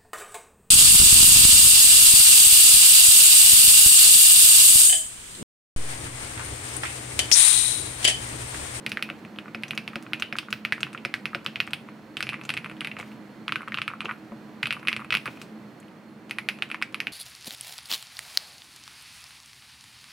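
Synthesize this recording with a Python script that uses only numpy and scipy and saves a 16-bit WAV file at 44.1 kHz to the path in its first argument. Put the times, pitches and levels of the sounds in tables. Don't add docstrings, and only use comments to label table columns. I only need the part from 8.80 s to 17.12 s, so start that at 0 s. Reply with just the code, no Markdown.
import sys
import numpy as np
from scipy import signal
from scipy.fft import rfft, irfft, next_fast_len
from scipy.io import wavfile
from scipy.ndimage import map_coordinates

SR = 44100
rng = np.random.default_rng(int(sys.argv[2]) if len(sys.argv) > 2 else 0)


def waveform_to_disk(signal):
    frames = np.transpose(np.atleast_2d(signal))
    scaled = np.clip(frames, -1, 1) * 32767
    samples = np.round(scaled).astype(np.int16)
    wavfile.write(sys.argv[1], SR, samples)


def volts_from_decibels(level):
    exponent = np.asarray(level, float) / 20
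    return 10 ** exponent


N = 366910
SPAN = 4096

# start in seconds, knock in dB, keycap in Hz,
# plate in dB over the knock, tick in dB over the knock.
UPPER_ROLLS = [(3.3694, -19.5, 2700, -12, -3), (3.406, -20.5, 2160, -3, -1.5),
               (3.4269, -16.5, 2600.0, -11, -3), (3.469, -25, 2550, -18, -9),
               (3.491, -17.0, 2600, -37.0, -6.5), (3.532, -26, 2470, -5.5, -10.0),
               (3.5418, -25, 2330.0, -7, -12), (3.691, -28, 2340, -15, 6), (3.693, -16, 2760.0, -10, -7),
               (3.703, -17.5, 2530, -11, -2.5), (3.7389, -23, 2560.0, -13, -2),
               (3.7685, -21.5, 2500.0, -20, -9.0), (3.7748, -18.5, 2410.0, -21, -6),
               (3.845, -26, 2480.0, -4.5, -6), (3.86, -29.5, 2400, -1, -6), (4.0076, -20.5, 2900, -16, -6),
               (4.05, -28, 2600, -13, -10), (4.0153, -28, 2200, -5, -4), (4.0471, -21, 2600.0, -14.0, -7),
               (4.0724, -21, 2470, -21, -6.5), (4.115, -27, 2660, -26, -12), (4.1995, -27, 2190, -8, -3)]
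# start in seconds, knock in dB, keycap in Hz,
# plate in dB over the knock, tick in dB over the knock.
MAT_WORDS = [(7.51, -18, 2420, -24, -3.5), (7.5854, -17, 2140, -13, -6), (7.6877, -11, 2430, -22, -5),
             (7.8229, -13, 2560, -14, -12), (7.9149, -20.5, 2400, -18, -10),
             (7.945, -22.5, 2130, -4, -11.5), (8.0243, -14, 2260, -11, -7.5), (8.1446, -18, 2500, -8.5, -7),
             (8.203, -14.5, 2430, -28.0, -6), (8.2702, -16, 2480, -16, -12.5)]


def along(points, hz):
    f, v = np.transpose(points)
    return np.interp(np.log(hz + 1), np.log(f + 1), v)


def mode(f, hz, width_hz):
    return 1j * f * width_hz / (hz * hz - f * f + 1j * f * width_hz)


def dying(t, db, t60):
    return volts_from_decibels(db - 60 * t / t60)


def peaked(response):
    return response / np.abs(irfft(response, SPAN)).max(-1, keepdims=True)


def place(times, sounds):
    out = np.zeros((2, N + SR))
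    for s, sound in zip(times, sounds):
        out[:, round(s * SR):][:, :sound.shape[-1]] += sound
    return out[:, :N]


def spread(a, b, alike):
    u = np.arccos(np.clip(alike, 0, 1)) / 2
    return np.cos(u) * a + np.sin(u) * b, np.cos(u) * a - np.sin(u) * b


def scatter(rows, alike):
    a, b = np.moveaxis(rng.standard_normal((rows, 2, SPAN)), 1, 0)
    return np.stack(spread(a, b, alike), 1)


def chances(rows, count):
    return rng.standard_normal((rows, count)).T[:, :, None, None]


def per_key(table, s, usual):
    at, value = np.transpose(table)
    apart = np.abs(s[:, None] - at)
    return np.where(apart.min(1) < .002, value[apart.argmin(1)], usual)


def thuds(rows, hz, width_hz, t60, db, push_db=-20):
    s, level_db = np.transpose(rows)[:, :, None, None]
    f = np.fft.rfftfreq(SPAN, 1 / SR)
    puff = dying(np.arange(SPAN) / SR, 0, t60) * scatter(len(s), alike=0.97)
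    knock = irfft((volts_from_decibels(push_db) + rfft(puff)) * mode(f, hz, width_hz) ** 2, SPAN)
    return place(s.ravel(), volts_from_decibels(level_db + db) * knock / np.abs(knock).max((1, 2), keepdims=True))


def air():
    # frequency in Hz, level in dB per Hz.
    hiss = [(25, -50), (60, -26.5), (100, -15.5), (125, -6), (250, -6), (370, -10), (700, -15), (1900, -21),
            (2700, -27), (4000, -33), (6500, -39.5), (10000, -44.5), (15000, -46), (16600, -53)]
    # frequency in Hz, width in Hz, level in dB over the hiss.
    ducts = [(215.5, 17, 11.5), (314.5, 10.5, 9.5), (995, 3.6, 0), (2335, 10, -9), (4274, 68, 8.5)]
    # time in seconds, level in dB.
    loudness = [(0.0, -45.5), (0.88, -45), (6.7, -46), (7.1, -47), (8.32, -46)]
    # frequency in Hz, likeness from 0 to 1.
    likeness = [(60, 0.97), (380, 0.95), (2380, 0.61), (15000, 0.74)]
    # frequency in Hz, left minus right in dB.
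    lean = [(60, 1.5), (380, -3), (2380, -4), (15000, 1.5)]
    t, m = np.arange(N) / SR, next_fast_len(N)
    f = np.fft.rfftfreq(m, 1 / SR)
    a, b = rfft(rng.standard_normal((2, m)))
    pair = np.array(spread(a, b, along(likeness, f)))
    lines = sum(volts_from_decibels(g) * np.abs(mode(f, hz, width)) ** 2 for hz, width, g in ducts)
    colour = volts_from_decibels(along(hiss, f)) * (1 + lines)
    noise = irfft(colour * pair * volts_from_decibels(np.outer([.5, -.5], along(lean, f))), m)[:, :N]
    drift_db = 0.8 * map_coordinates(rng.standard_normal(64), [t * 3])
    level_db = np.interp(t, *np.transpose(loudness)) + 1.5 + drift_db
    return volts_from_decibels(level_db) * noise / noise.std()


def contacts():
    # start in seconds, knock in dB, keycap in Hz, plate and tick in dB over the knock.
    words = [(0.064, -14.5, 2500.0, -23, -5), (0.1182, -17.5, 2640, -17, -1.5),
             (0.172, -17.5, 1920, -8, -12), (0.2252, -14.5, 2600.0, -15, -2),
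             (0.3006, -22.5, 2500.0, -9, -13), (0.587, -24, 2940, -9, -14), (0.7473, -23.5, 2500, -5, -8),
             (0.835, -19, 2520.0, -19.0, -7.5), (0.9084, -17.5, 2710, -16, -3.5),
             (0.9768, -15.5, 2600.0, -15, -5.5), (1.0778, -20, 2600.0, -16, -5),
             (1.157, -21, 2500.0, -6.5, -5.5), (1.3334, -14.0, 2600, -11.5, -10),
             (1.423, -13.5, 2720, -9, -10), (1.526, -20.5, 2380, -7, -12), (1.586, -14.5, 2820, -12, -2.5),
             (1.7275, -14.5, 2650, -8, -2), (1.8503, -14.5, 2380.0, -12, -8.5),
             (1.9234, -10, 1990, -16, -8.5), (2.031, -12.5, 2740, -12, -10),
             (2.2501, -16.5, 2360, -8.5, -8.5), (2.3405, -12.5, 2030, -41, -6),
             (2.4557, -16.5, 2400, -13, -9), (2.5478, -18.0, 2380, -3.5, -8), (2.6627, -15, 2870, -9.5, -6),
             (2.7582, -19, 2600.0, -21, -11), (2.8026, -10, 2600, -15, -8), (2.8755, -27, 2430.0, -4, -10),
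             (2.9334, -15.5, 2700, -12.5, -2)]
    middle = [(4.6806, -18.0, 2770, -4.5, -6.5), (4.6932, -23.5, 2200, -7, -18),
              (4.7224, -16, 2620, -2, -10), (4.7579, -18.5, 2370, -2.5, -10),
              (4.921, -22.5, 2040, -18, -14), (4.9435, -18, 2730, -5.5, -9),
              (4.9737, -20.5, 2730, -10.0, -20), (4.986, -20.5, 2500, -2.5, -12),
              (5.0175, -16.5, 2600.0, -7.5, -10), (5.079, -18.5, 2430, -4, -8.5),
              (5.206, -20.5, 2650, -8.5, -10.5), (5.256, -23, 2700.0, -4.5, -20),
              (5.3113, -26.5, 2330, 4.5, -34)]
    mash = [(5.8294, -19, 2820, -10, -3), (5.8314, -15, 2270, -8.5, -8), (5.857, -17.5, 2600.0, -11.5, -8),
            (5.8704, -22.5, 2900, -6, -1), (5.9073, -14, 2540.0, -12.5, -8),
            (5.9259, -18.5, 2600.0, -13, -1), (6.073, -16, 2660, -10, -8), (6.084, -10, 2430, -17, -9),
            (6.129, -16.5, 2560, -12, -7), (6.1647, -19.5, 2510, -11, -2.5),
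            (6.3055, -16.5, 2700, -7.5, -5), (6.324, -14, 2600.0, -11, -13),
            (6.327, -14.5, 2270, -17.0, -8), (6.341, -17.5, 2640, -2.5, -2), (6.351, -9.5, 2500.0, -16, -8),
            (6.3706, -18.5, 2670, -13, -2), (6.4571, -26.5, 2200, -4, 3), (6.477, -24, 2440.0, -7, -27)]
    # start in
    # seconds, knock in dB, plate in dB over the knock.
    returns = [(0.193, -32, -3), (0.29, -32, 0), (0.45, -33.5, -11), (0.561, -40.5, -42), (0.658, -39.5, 2),
               (0.681, -36.5, -5), (0.933, -31, -6), (1.133, -35.5, 0.5), (1.2652, -35, -3.5),
               (1.323, -54.5, 17), (1.5547, -35.5, 11), (1.6296, -49, 8), (1.685, -40.5, 10),
               (1.8472, -46, -11), (1.98, -34, 0), (2.0678, -36.5, 4.5), (2.148, -32.5, 6),
               (2.1766, -28.5, -24), (2.532, -40, 11.5), (2.652, -37, -2), (3.0875, -37, 0.5),
               (5.298, -38, 9), (5.302, -38, 9), (7.029, -46, -23), (7.0824, -45, -21), (7.9014, -30, -5),
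               (8.016, -28, 0),
               (3.524, -38, 5), (3.5944, -42, -2), (3.613, -31, -9), (3.8976, -31, -9), (3.914, -33, -5),
                (3.9677, -41, -32), (4.1673, -29.5, -4), (4.228, -33.5, -3), (4.317, -40.5, -27),
                (4.807, -40, 11), (4.819, -33, -2), (4.831, -42, 9), (4.8766, -34, 6.5), (4.882, -29.5, 2),
                (5.102, -45, 13), (5.114, -42, 10), (5.136, -41, 13.5), (5.217, -33, 0), (5.2836, -41, 8),
                (5.2862, -42, 8), (5.2918, -33.5, 10), (5.296, -33, 1), (5.316, -36, 0), (5.322, -38, -3),
                (5.294, -32, -3), (5.946, -33, -12), (5.9665, -41, 10.5), (6.0295, -37.5, 2.5),
                (6.051, -38.5, 1), (6.117, -31, 0), (6.194, -41, 10), (6.202, -34, -5), (6.212, -45.5, 11),
                (6.219, -40.5, 8), (6.246, -33, -3), (6.4594, -35.5, 9.5), (6.4634, -33, -1),
                (6.466, -32, -5), (6.4674, -30, -4), (5.52, -44.5, 10.5)]
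    # start in seconds, knock in dB, tick in dB over the knock.
    rubbing = [(0.0928, -37.5, 7), (0.825, -48, 3), (0.8818, -39.5, 2.5), (0.95, -42, 2),
               (1.2255, -43.5, 4.5), (1.3979, -31, -2), (1.566, -34, -3), (1.7052, -36, 0),
               (2.006, -30.5, -2), (2.1303, -35.5, -3.5), (2.646, -51.5, 11), (2.7963, -58, -14.5),
               (2.8677, -47, 4), (2.9073, -37, -5), (3.392, -47, 4), (3.476, -48, -12), (3.6364, -39, -4),
               (3.6517, -34, -5), (4.187, -32, -12), (4.1916, -33, -5), (4.2101, -35, -4), (5.249, -37, -7),
               (5.996, -39, -12), (6.573, -39.5, -21), (6.6159, -32, -0.5), (7.496, -37, -4),
               (7.7877, -36.5, -11), (7.889, -45, -4), (8.125, -48, 0)]
    # start in seconds, push on the desk in dB, thin top of the slider in dB,
    # slider tick in dB over the knock.
    passages = [
        (0, 0.5, -1, -38),
        (3.2, 0.5, -20, -23),
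        (4.5, -2, -7.5, -23),
        (5.6, 0.5, -6, -14),
        (6.8, -11, -10, -20),
    ]
    passage_plate_hz = [1328, 1245, 1250, 1245, 1250]
    passage_shell_db = [-8, -5.5, -9, -3, -6.5]
    # start in seconds, plate in Hz.
    spots = [(0.1183, 1490), (0.172, 1480), (0.2253, 1330), (0.3007, 1390), (0.7473, 1400), (0.835, 1460),
             (0.9769, 1350), (1.0778, 1200), (1.157, 1400), (1.3335, 1370), (1.423, 1430), (1.5257, 1380),
             (1.586, 1260), (1.7276, 1430), (1.9234, 1480), (2.031, 1440), (2.1486, 1310), (2.6628, 1290),
             (2.9336, 1440), (3.0875, 1190), (3.406, 1400), (3.491, 1180), (3.703, 1540), (4.0471, 1550),
             (4.0724, 1450), (4.1995, 1120), (4.6806, 1240), (4.7579, 1290), (5.0175, 1370), (5.078, 1350),
             (5.206, 1210), (5.295, 1510), (5.833, 1380), (5.857, 1360), (5.9072, 1430), (6.073, 1350),
             (6.129, 1420), (6.3055, 1360), (6.351, 1430), (6.4635, 1540), (7.5854, 1100), (7.6876, 1430),
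             (7.8229, 1390), (7.901, 1410), (7.945, 1070), (8.016, 1080), (8.0244, 1420), (8.1446, 1150),
             (8.2702, 1410), (5.5202, 1010), (1.3978, 1250)]
    # start in seconds, change in dB.
    coupling = [(0.064, 2), (0.172, 0), (0.2253, 4), (0.835, -3), (0.9083, 2), (0.9769, 2), (1.3335, 5),
                (1.423, -6), (1.5257, -7), (1.586, 2), (1.7276, 2), (1.8503, 0), (1.9234, -1), (2.031, -3),
                (2.2501, -5), (2.3405, 1), (2.4557, 1), (2.5478, -5), (2.6628, 1), (2.8025, 2), (2.9336, 3),
                (3.3694, 3), (3.406, -5), (3.4271, 3), (3.491, -1), (3.693, 3), (3.7747, 1), (4.0471, -2),
                (4.0724, -2), (4.6806, -2), (4.7224, -2), (4.7579, -2), (4.9434, 0), (5.0175, -3),
                (5.078, -1), (5.206, -2), (5.8313, -2), (5.857, -1), (5.9072, -2), (5.9258, 0), (6.084, 1),
                (6.129, 0), (6.3055, -3), (6.327, 1), (6.351, 1), (7.5854, 3), (7.6876, 3), (7.8229, -2),
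                (7.9149, 0), (8.0244, 0), (8.1446, -1), (8.203, 1), (8.2702, -1.5)]

    strokes = np.array(words + UPPER_ROLLS + middle + mash + MAT_WORDS)
    backs, rubs = np.array(returns), np.array(rubbing)
    s, db = np.concatenate([strokes[:, :2], backs[:, :2], rubs[:, :2]]).T
    back = slice(len(strokes), len(strokes) + len(backs))
    start, *manner = np.transpose(passages)
    passage = np.maximum(np.searchsorted(start, s) - 1, 0)
    settings = np.array([*manner, passage_plate_hz, passage_shell_db])
    push_db, top_db, tick_db, plate_hz, shell_db = settings[:, passage]
    plate_hz = per_key(spots, s, plate_hz)
    shell_db = shell_db + per_key(coupling, s, 0)

    own = rng.standard_normal((len(s), 3)).T
    plate_db = np.concatenate([strokes[:, 3], backs[:, 2], np.full(len(rubs), -5.5)])
    back_hz = 2380 - 22 * backs[:, 2] + 120 * own[0, back]
    hz = np.concatenate([strokes[:, 2], back_hz, np.full(len(rubs), 2600)])
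    tick_db = tick_db + 7 * (hz - 2500) / 1e3 - 0.067 * (plate_db + 10) - 8 * own[1]
    tick_db[back] += 7.5
    tick_db = np.minimum(tick_db, -19)
    tick_db[-len(rubs):] = rubs[:, 2]
    rub = np.clip((tick_db + 19.0) / 10, 0, 1)
    tick_db[:len(strokes)] = -13.5 + strokes[:, 4]
    rattle_db = -13 - 0.22 * np.maximum(db + 22.0, -10) + 1.5 * own[2]
    return np.array([s, db, hz, plate_db, tick_db, rattle_db, rub, shell_db, plate_hz, push_db, top_db])


def keycap(f, soft, hz, db, tick_db, rub, own):
    stem_db = -12.5 + .4 * (1 - rub) * np.clip(db + 22, -15, 0)
    stem_db = stem_db + 1.54 * np.minimum(tick_db + 18.5, 10) + 2.8 * own[4]
    stem = volts_from_decibels(stem_db) * mode(f, 4500 + 350 * own[5], width_hz=2720) ** 2
    return peaked(soft * (stem - mode(f, hz, width_hz=1193) ** 2))


def slider_ring(f, rub, top_db, own):
    # frequency in Hz, width in Hz, level in dB.
    slider_modes = [(10360, 2800, -4.5), (12350, 1100, -9), (14000, 3300, -8), (7780, 2100, -13.5)]
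    ring = 0
    for k, (hz, width, g) in enumerate(slider_modes):
        level_db = g + 3 * own[k] + (hz > 12000) * top_db
        ring = ring + (-1) ** k * volts_from_decibels(level_db) * mode(f, hz, width) ** 2
    return peaked(ring + rub * volts_from_decibels(41) * mode(f, 5600, width_hz=6200) ** 2)


def reflections(f, count, shell_db):
    # delay in seconds, level in dB.
    surfaces = [(.0034, -15), (.0059, -14), (.008, -16), (.0113, -14), (.0178, -24)]
    chance = rng.standard_normal((count, 2, len(surfaces)))
    moved_s = .0002 * chances(count, len(surfaces))
    echo = 0
    for k, (delay, g) in enumerate(surfaces):
        echo = echo + volts_from_decibels(g + 1.6 * chance[..., [k]]) * np.exp(-2j * np.pi * f * (delay + moved_s[k]))
    return echo * (volts_from_decibels(-14) + volts_from_decibels(shell_db + 5) * mode(f, 2500, width_hz=700))


def shell(f, count, shell_db):
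    # frequency in Hz, width in Hz, struck level in dB, level in the echoes in dB.
    shell_modes = [(2520, 110, -0.5, -23), (1506, 34, -20, 0), (1970, 190, -9.5, 0.5), (3320, 30, -37, -20)]
    lively = shell_db + 2.0 * chances(count, len(shell_modes))
    struck = echoed = 1
    for (hz, width, struck_db, echoed_db), g in zip(shell_modes, lively):
        struck = struck + volts_from_decibels(struck_db + g) * mode(f, hz, width)
        echoed = echoed + volts_from_decibels(echoed_db + g) * mode(f, hz, width)
    return struck, echoed


def hollow_case(f, count, plate_db, shell_db, own):
    level_db = shell_db + 3.5 - .3 * np.clip(plate_db + 15, -5, 15) + own[0]
    case = volts_from_decibels(-4) + volts_from_decibels(level_db) * mode(f, 2530 + 60 * own[1], width_hz=200)
    case = case + volts_from_decibels(3) * mode(f, 5800, width_hz=2300)
    walls_hz = 2300 * np.exp(0.37 * chances(count, 5))
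    return case + volts_from_decibels(-5.0) * mode(f, walls_hz, width_hz=200).sum(0)


def keys(hits):
    s, db, hz, plate_db, tick_db, rattle_db, rub, shell_db, plate_hz, _, top_db = hits[:, :, None, None]
    t, f = np.arange(SPAN) / SR, np.fft.rfftfreq(SPAN, 1 / SR)
    count = len(s)
    own = chances(count, 6)
    contact_hz = 5080 * volts_from_decibels(0.75 * np.clip(db + 17, -24, 0))
    soft = 1 / (1 + 1j * f / contact_hz) ** 3
    cap = keycap(f, soft, hz, db, tick_db, rub, own)
    plate_hz = plate_hz * (1 + 0.0081 * rng.standard_normal(db.shape))
    bend = (1 + 0.97 * plate_hz / (1j * f + 1)) ** 3
    plate = -peaked(soft * mode(f, plate_hz, width_hz=650) ** 2 / bend)

    seated = volts_from_decibels(-2.5 / (1 + np.exp((0.0092 - t) / 0.00055)))
    rattle = dying(t, rattle_db - 19.5, t60=0.031) + dying(t, rattle_db - 25, t60=0.25)
    rattle = seated * (1 - np.exp(-t / 0.00041)) * rattle
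    echo = reflections(f, count, shell_db)
    struck, echoed = shell(f, count, shell_db)
    case = hollow_case(f, count, plate_db, shell_db, own)
    blow = struck + echo * echoed + case * rfft(rattle * scatter(count, alike=0.77))
    low = blow * (volts_from_decibels(3.5) * cap + volts_from_decibels(plate_db + 1.5) * plate)
    foam_hz = 0.67 * plate_hz
    low = low * (f * f / (f * f - foam_hz ** 2 - 1.1j * f * foam_hz))
    hollow = (1 - np.exp(-t / 0.002)) * dying(t, -33.5, t60=0.13) * scatter(count, alike=0.88)
    low = low + rfft(hollow) * peaked(mode(f, 1930, width_hz=1640) ** 2)

    snap = rfft(dying(t, -5 - 4 * rub, t60=0.0033) * scatter(count, alike=0.93))
    snap = snap / (1 + 1j * (f / 12500) ** 6)
    leaves_hz = 9000 * np.exp(0.36 * chances(count, 4))
    banded = volts_from_decibels(-2) + volts_from_decibels(1.0) * mode(f, leaves_hz, width_hz=340).sum(0)
    chatter = seated * dying(t, rattle_db - 11.0 + 4 * rub, t60=0.064) + dying(t, -38.5, t60=0.44)
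    high = banded * (snap + rfft(chatter * scatter(count, alike=0.87)))
    high = high * volts_from_decibels(tick_db + [[.8], [-.8]]) * slider_ring(f, rub, top_db, own)
    return place(s.ravel(), volts_from_decibels(db) * irfft(low + high, SPAN))


def desk(hits):
    s, db, *_, push_db, _ = hits
    push = np.transpose([s, 0.51 * db + push_db + 2 * rng.standard_normal(len(s))])
    wood = thuds(push, hz=137.0, width_hz=65.0, t60=0.092, db=-32.5)
    return wood + thuds(push, hz=374, width_hz=1380, t60=0.054, db=-27.5)


def room(x, t60, db):
    t = np.arange(SR // 2) / SR
    tail = (1 - np.exp(-t / 0.0062)) * dying(t, 0, t60) * rng.standard_normal((2, len(t)))
    return volts_from_decibels(db) * signal.fftconvolve(x, tail / np.linalg.norm(tail[0]), axes=1)[:, :N]


def space_bar():
    # start in seconds, level in dB.
    landings = [
        (0.3035, -34),
        (0.7497, -31),
        (1.1597, -30),
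        (1.528, -31),
        (2.2527, -28),
        (2.5502, -27),
        (5.5207, -32),
    ]
    # frequency in Hz, level in dB, t60 in seconds.
    body_modes = [(222.5, 1, 0.18), (342, -3, 0.096), (563, -1.5, 0.074), (700, -1.5, 0.054)]
    s, db = np.transpose(landings)[:, :, None, None]
    t = np.arange(SPAN) / SR
    ring = 0
    for (hz, g, t60), own in zip(body_modes, chances(len(s), len(body_modes))):
        ring = ring + dying(t, g + 1.5 * own, t60) * np.sin(2 * np.pi * hz * t)
    return place(s.ravel(), -volts_from_decibels(db - 4.5 + [[1.2], [-1.2]]) * (1 - np.exp(-t / 0.00088)) * ring)


def hands():
    # start in seconds, length in seconds, level in dB.
    brushes = [
        (0.378, 0.032, -63),
        (2.86, .04, -71),
        (4.194, 0.19, -61),
        (5.3, 0.21, -69),
        (6.378, 0.36, -58),
    ]
    t, m = np.arange(N) / SR, next_fast_len(N)
    f = np.fft.rfftfreq(m, 1 / SR)
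    skin = mode(f, 2400, width_hz=1400) + volts_from_decibels(-31) * mode(f, 13000, width_hz=8200)
    noise = irfft(rfft(rng.standard_normal((2, m))) * skin, m)[:, :N]
    grain = volts_from_decibels(2 * map_coordinates(rng.standard_normal(2048), [t * 90]))
    swell = sum(volts_from_decibels(db) * np.sin(np.pi * np.clip((t - s) / length, 0, 1)) for s, length, db in brushes)
    return swell * grain * (noise[0] + 0.49 * noise) / noise.std()


def bar_wire():
    # start in seconds, peak in dB.
    shakes = [
        (0.75, -42.5),
        (1.16, -42),
        (1.528, -42),
        (2.253, -36),
        (2.55, -36),
        (8.026, -36),
    ]
    return thuds(shakes, hz=5130, width_hz=500, t60=0.026, db=2.5)


def case_floor():
    drummed = np.array(MAT_WORDS + UPPER_ROLLS)[:, :2]
    return thuds(drummed, hz=810, width_hz=300, t60=0.038, db=-26, push_db=21)


def long_keys():
    # start in seconds, peak in dB.
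    landed = [
        (4.192, -33),
        (5.246, -33),
        (5.2515, -31),
        (6.482, -33),
        (7.945, -48),
    ]
    return thuds(landed, hz=374, width_hz=680, t60=0.13, db=4.5, push_db=24.0)


def springs():
    # start in seconds, level in dB, frequency in Hz, t60 in seconds.
    pings = [
        (5.3, -68, 11330, .5),
        (5.3, -68, 11560, .5),
        (7.29, -66, 10800, .2),
    ]
    s, db, hz, t60 = np.transpose(pings)[:, :, None, None]
    t = np.arange(SPAN) / SR
    waver = .11 * np.cumsum(rng.standard_normal((len(s), 1, SPAN)), axis=2)
    swell = np.hanning(len(t)) ** .3
    return place(s.ravel(), dying(t, db, t60) * swell * np.sin(2 * np.pi * hz * t + waver) * [[1], [1]])


def fingernail():
    # start in seconds, peak in dB.
    flicks = [
        (7.0005, -45.5),
    ]
    return thuds(flicks, hz=7800, width_hz=3600, t60=0.043, db=0.5)


def scene():
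    hits = contacts()
    board = keys(hits) + desk(hits) + space_bar() + bar_wire()
    board = board + case_floor() + long_keys() + fingernail()
    near = board + room(board, t60=0.93, db=-25.5) + springs() + hands()
    return near * volts_from_decibels([[-.4], [.4]]) + air()


def roll_off(x):
    return signal.sosfilt(signal.butter(12, 16820, fs=SR, output="sos"), x)


def record(dry):
    m = next_fast_len(N)
    f = np.fft.rfftfreq(m, 1 / SR)
    edge = volts_from_decibels(-26 * (f > 15850) - 60 * (f > 16600))
    mix = irfft(rfft(dry, m) * edge, m)[:, :N]
    return roll_off(mix)


dry = scene()
out = record(dry)
waveform_to_disk(out)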